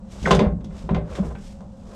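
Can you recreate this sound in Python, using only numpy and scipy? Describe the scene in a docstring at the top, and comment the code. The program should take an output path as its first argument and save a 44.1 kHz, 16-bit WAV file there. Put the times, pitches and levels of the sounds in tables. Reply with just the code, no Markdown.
"""Hollow compartment: a plastic cooler on a pulled-out tray with steel drawer slides, one microphone beside it.
Outdoor rumble and jacket rustle: shaped noise. Tray thuds: decaying low modes.
Tray and lid knocks: cooler and slide modes plus decaying noise bands. Slide squeak: falling rough sine with echo.
Lid tugged loose: grainy noise rubs, then a hollow pop from one mode."""
import sys
import numpy as np
from scipy import signal
from scipy.fft import rfft, irfft, next_fast_len
from scipy.io import wavfile
from scipy.ndimage import map_coordinates

SR = 44100
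rng = np.random.default_rng(int(sys.argv[2]) if len(sys.argv) > 2 else 0)


def int16_out(signal):
    """Quantize to a 16-bit WAV file."""
    q = np.round(np.clip(np.atleast_2d(signal).T, -1, 1) * 32767)
    wavfile.write(sys.argv[1], SR, q.astype(np.int16))


N = 85995

# outdoor rumble spectrum, relative: f/Hz, level/dB
RUMBLE_SPECTRUM = [(15, -40), (25, 8.5), (71, 3.5), (142, -2.5), (213, 0.5), (301, -16), (363, -14),
                   (404, -29.5), (529, -15.5), (588, -19), (790, -16.5), (1500, -33), (2180, -46.5),
                   (2930, -42), (3180, -48), (3930, -44.5), (5140, -45.5), (8100, -43), (15000, -88.5)]
# compartment resonances in the rumble: f/Hz, width/Hz, level/dB
COMPARTMENT_HUM = [(199.4, 33.5, -44.5), (533, 51, -56)]
RUMBLE_DB = -41.5

# sleeve strokes: peak t/s, level/dB, rise/s, fall/s, brightness/(dB/octave)
SLEEVE_STROKES = [(0.123, -52.5, 0.0081, 0.037, 2), (.21, -56, 0.032, .04, -1),
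                  (.29, -42, 0.035, 0.028, -1), (.786, -50.5, 0.022, 0.032, -.8),
                  (1.116, -49.5, 0.014, 0.024, -3), (1.165, -46, .018, 0.018, -1),
                  (1.258, -54.5, 0.017, 0.035, 2.5), (1.465, -50.5, 0.027, 0.034, 1),
                  (1.945, -56.5, 0.066, .05, .5)]
# cloth spectrum, relative: f/Hz, level/dB
CLOTH_SPECTRUM = [(300, -23), (900, -1), (1800, 0.5), (3500, 2), (4400, -1), (5200, 1), (8200, -3),
                  (9500, -12), (11000, -14), (13500, -26), (15500, -49)]
CLOTH_ROUGH_DB, CLOTH_GRAIN_HZ, CLOTH_PIVOT_HZ = 2, 160, 4000

# pushes that bob the loaded tray: t/s, level/dB
TRAY_BOBS = [(.128, -36.5), (0.217, -27), (0.264, -28.5), (0.326, -17.5), (0.465, -18.5), (0.517, -30.5),
             (0.614, -35), (.725, -36.5), (0.84, -30.5), (0.911, -23.5), (.972, -24.5), (1.115, -29.5),
             (1.216, -29.5), (1.278, -26.5), (1.48, -42), (1.84, -37.5)]
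# modes of the bobbing tray: f/Hz, level/dB, t60/s
TRAY_MODES = [(45.4, -8, 0.16), (60.6, 5.5, 0.3), (73, -2.5, 0.15), (86.6, -17, 0.19)]
BOB_ATTACK_S = 0.008

# lid on seal and hinge: peak t/s, level/dB, rise/s, fall/s
LID_RUBS = [(.18, -46, .04, 0.058), (.74, -48, 0.017, 0.27), (1.125, -38.5, 0.025, .012),
            (1.19, -33, 0.022, 0.01), (1.255, -36, 0.013, 0.018), (1.308, -43, 0.0091, 0.01),
            (1.93, -42.5, 0.026, .04)]
# rub spectrum, relative: f/Hz, level/dB
RUB_SPECTRUM = [(200, -10), (380, -2.5), (600, -1), (780, -11), (1100, -10.5), (1500, -17.5), (1900, -25),
                (6000, -57.5)]
RUB_ROUGH_DB, RUB_GRAIN_HZ = 1, 110
POP_START_S, POP_HZ, POP_DB, POP_T60_S, POP_ATTACK_S = 1.198, 194, -3, 0.088, 0.011

# knocks of tray and lid: t/s, boom level/dB, body level/dB, clack level/dB, click level/dB
KNOCK_LEVELS = [(0.2273, -27.5, -45, -46, -41.5), (0.242, -25, -29.5, -86, -62),
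                (0.2599, -38, -25.5, -36, -37), (0.273, -22, -19, -25.5, -74),
                (0.3072, -14, -14.5, -18.5, -28), (0.3128, -22, -18, -18, -27),
                (.328, -26, -18.5, -30, -51), (0.348, -25.5, -24, -32.5, -29.5),
                (.370, -15.5, -38, -49, -60), (.392, -19, -18, -23, -39.5), (.405, -15, -23, -37.5, -52),
                (.419, -15, -25, -52, -64), (.434, -18.5, -31, -45.5, -78), (.449, -27, -25, -39, -72),
                (.524, -21.5, -54, -78, -83), (0.607, -33, -54, -57, -71), (0.644, -30.5, -52, -54.5, -50),
                (0.705, -50.5, -50, -54, -82), (.841, -30.5, -55, -72, -74), (.891, -33.5, -23, -35.5, -67),
                (.909, -14, -55, -50.5, -61), (0.9461, -28, -30, -32, -51.5), (.964, -33, -27, -44.5, -61),
                (1.152, -59, -50, -34.5, -58), (1.185, -29, -33, -66, -72), (1.232, -27, -36.5, -47, -84),
                (1.250, -38, -48, -64, -79), (1.302, -34.5, -37.5, -51.5, -75),
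                (1.351, -32.5, -43.5, -40.5, -82), (1.606, -68, -37.5, -63.5, -60.5)]
# centres of boom, body, clack, click: f/Hz
REGISTER_HZ = [200, 600, 2300, 7000]
# modes of cooler and compartment: f/Hz, level/dB, t60/s
SHELL_MODES = [(111.3, -12.5, 0.53), (163.4, -4, .4), (176.4, -5, 0.44), (201, -3, 0.29),
               (238, -15.5, 0.56), (391.2, -3.5, 0.29), (440, -12.5, 0.28), (524.5, -6, 0.23),
               (590.2, -7, 0.34), (627, -11, .3), (797, -15, 0.35), (1030.6, 0.5, 0.12), (1072, -13, 0.28)]
# modes of the steel slides: f/Hz, level/dB
STEEL_MODES = [(1200, -17), (1323, -25.5), (1432, -16.5), (1550, -15), (2070, -16), (2563, -18.5),
               (2760, -16.5), (3015, -19), (3429, -14), (3616, -15), (3817, -18), (6400, -16)]
# noise bands for the crowd of short modes: centre f/Hz, level/dB, t60/s
CROWD_BANDS = [(79, -17.5, 0.72), (177, -6.5, 0.39), (345.6, -18.5, 0.47), (417, -6.5, 0.32),
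               (694, -8, 0.31), (993, -7, 0.18), (1390, -11, 0.26), (2250, -11.5, 0.21), (3415, -5, 0.16),
               (4560, -9, 0.17), (5930, -7, 0.12), (8280, -17.5, 0.2), (10000, -22, 0.092),
               (13000, -40, .1), (15000, -68, .1)]
SHELL_DB, CROWD_DB, SCATTER_DB = -1.5, -0.5, 3.9
SHELL_ATTACK_S, CONTACT_ATTACK_S, STEEL_T60_S = 0.0051, 0.00086, 0.2
CRACK_DB, CRACK_DECAY_S = 5, 0.0025  # extra level at first contact, time constant
RIPPLE_DB, RIPPLE_SPACING_HZ = 1.5, 20  # peaks within the crowd, shared by all knocks

# slide squeak track: t/s, f/Hz, level/dB
SQUEAK_TRACK = [(.2535, 2348, -55), (0.2535, 2130, -38), (0.259, 2020, -16), (0.2591, 1650, -21.5),
                (0.266, 1410, -23), (.269, 1270, -43.5)]
SQUEAK_ROUGH, SQUEAK_ECHO_DB, SQUEAK_ECHO_T60_S = 0.43, -4, 0.039

BAND_LIMIT_HZ = 15500


def amp(db):
    """Decibels to gain."""
    return 10 ** (np.asarray(db) / 20)


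def unit(x):
    """Scale to rms 1."""
    return x / np.sqrt(np.mean(x ** 2) + 1e-20)


def along(hz, points_hz, values):
    """Interpolate on a log frequency axis."""
    return np.interp(np.log(hz + 1), np.log(np.add(points_hz, 1)), values)


def noise(gain, size):
    """Noise of rms 1, coloured by a gain function of frequency."""
    white = rfft(rng.standard_normal(size))
    return unit(irfft(white * gain(np.fft.rfftfreq(size, 1 / SR)), size))


def hiss(spectrum):
    """Noise shaped by an (f/Hz, level/dB) spectrum."""
    points_hz, levels_db = np.transpose(spectrum)
    return noise(lambda hz: amp(along(hz, points_hz, levels_db)), size=next_fast_len(N))[:N]


def fade(t, t60_s):
    """Exponential decay, 60 dB in t60."""
    return np.exp(-np.log(1000) * t / t60_s)


def ring(t, hz, t60_s, attack_s):
    """One struck mode: decaying sine with a soft onset."""
    return np.sin(2 * np.pi * hz * t) * fade(t, t60_s) * (1 - np.exp(-t / attack_s))


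def add(track, start_s, sound):
    """Mix a sound into the track."""
    part = track[max(round(start_s * SR), 0):][:len(sound)]
    part += sound[:len(part)]


def friction(strokes, spectrum, rough_db, grain_hz):
    """Sliding surfaces: shaped noise in short swells with random level grain."""
    t = np.arange(N) / SR
    power = np.zeros(N)
    for peak_s, db, rise_s, fall_s in strokes:
        power += amp(db) ** 2 * np.exp(-np.abs(t - peak_s) / np.where(t < peak_s, rise_s, fall_s))
    grain = map_coordinates(rng.standard_normal(N // 20), [t * grain_hz])
    return np.sqrt(power) * amp(rough_db * grain) * hiss(spectrum)


def outdoors():
    """Steady low rumble plus noise in the compartment's resonances."""
    out = amp(RUMBLE_DB) * hiss(RUMBLE_SPECTRUM)
    for hz, width_hz, db in COMPARTMENT_HUM:
        out += amp(db) * noise(lambda f: 1 / (1 + (2 * (f - hz) / width_hz) ** 2), size=N)
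    return out


def jacket():
    """Sleeve friction with each arm movement; spectrum tilt sets stroke brightness."""
    out = np.zeros(N)
    for *stroke, tilt in SLEEVE_STROKES:
        tilted = [(hz, db + tilt * np.log2(hz / CLOTH_PIVOT_HZ)) for hz, db in CLOTH_SPECTRUM]
        out += friction([stroke], tilted, CLOTH_ROUGH_DB, CLOTH_GRAIN_HZ)
    return out


def bobbing():
    """Pushes on the cooler excite the overhanging tray's low modes."""
    out, t = np.zeros(N), np.arange(SR) / SR
    thud = sum(amp(db) * ring(t, hz, t60_s, BOB_ATTACK_S) for hz, db, t60_s in TRAY_MODES)
    for start_s, push_db in TRAY_BOBS:
        add(out, start_s, amp(push_db) * thud)
    return out


def lid():
    """Lid friction, and the hollow pop of the air inside as the seal lets go."""
    out = friction(LID_RUBS, RUB_SPECTRUM, RUB_ROUGH_DB, RUB_GRAIN_HZ)
    pop = ring(np.arange(SR // 2) / SR, POP_HZ, POP_T60_S, POP_ATTACK_S)
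    add(out, POP_START_S, amp(POP_DB) * pop)
    return out


def shell_and_slide_modes(t):
    """Cooler, compartment and steel slides as (f/Hz, decaying sine) pairs."""
    modes = [(hz, amp(SHELL_DB + db) * ring(t, hz, t60_s, SHELL_ATTACK_S)) for hz, db, t60_s in SHELL_MODES]
    modes += [(hz, amp(db) * ring(t, hz, STEEL_T60_S, CONTACT_ATTACK_S)) for hz, db in STEEL_MODES]
    return modes


def crowd_bands(t):
    """Dense short modes as (f/Hz, envelope, band gain): overlapping rippled noise bands."""
    centres_hz, grid_hz = [row[0] for row in CROWD_BANDS], np.fft.rfftfreq(len(t), 1 / SR)
    peaks = map_coordinates(rng.standard_normal(len(grid_hz)), [grid_hz / RIPPLE_SPACING_HZ], order=1)
    ripple = amp(RIPPLE_DB * peaks) * (grid_hz > centres_hz[0] / 2)
    contact = (1 - np.exp(-t / CONTACT_ATTACK_S)) * (1 + amp(CRACK_DB) * np.exp(-t / CRACK_DECAY_S))
    bands = []
    for (hz, db, t60_s), selector in zip(CROWD_BANDS, np.eye(len(CROWD_BANDS))):
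        envelope = amp(CROWD_DB + db) * fade(t, t60_s) * contact
        bands.append((hz, envelope, ripple * along(grid_hz, centres_hz, selector)))
    return bands


def knocks():
    """Contacts excite all modes and bands by register level; mode gains scatter per knock."""
    out, t = np.zeros(N), np.arange(2 ** 15) / SR
    modes, bands = shell_and_slide_modes(t), crowd_bands(t)
    for start_s, *levels_db in KNOCK_LEVELS:
        for hz, mode in modes:
            force = amp(along(hz, REGISTER_HZ, levels_db))
            add(out, start_s, force * amp(rng.normal(0, SCATTER_DB)) * mode)
        for hz, envelope, gain in bands:
            force = amp(along(hz, REGISTER_HZ, levels_db))
            add(out, start_s, force * envelope * noise(lambda f: gain, size=len(t)))
    return out


def squeak():
    """Steel slips on steel: rough falling chirp plus a short noise-tail echo in the compartment."""
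    t = np.arange(N) / SR
    track_s, track_hz, track_db = np.transpose(SQUEAK_TRACK)
    level = amp(np.interp(t, track_s, track_db, left=-120, right=-120))
    rough = 1 + SQUEAK_ROUGH * noise(lambda f: f < track_hz[-1] / 2, size=N)
    phase = 2 * np.pi * np.cumsum(np.interp(t, track_s, track_hz)) / SR
    chirp = level * rough * np.sin(phase)
    tail = (rng.standard_normal(N) * fade(t, SQUEAK_ECHO_T60_S))[:SR // 2]
    echo = signal.fftconvolve(chirp, tail / np.linalg.norm(tail))[:N]
    return chirp + amp(SQUEAK_ECHO_DB) * echo


def scene():
    """All sources summed at one microphone."""
    return (outdoors() + jacket() + bobbing() + lid() + knocks() + squeak())[None]


def record(dry):
    """Microphone chain: nothing passes above the band limit."""
    size = next_fast_len(N + SR // 2)
    passed = np.fft.rfftfreq(size, 1 / SR) < BAND_LIMIT_HZ
    return irfft(rfft(dry, size) * passed, size)[..., :N]


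dry = scene()
out = record(dry)
int16_out(out)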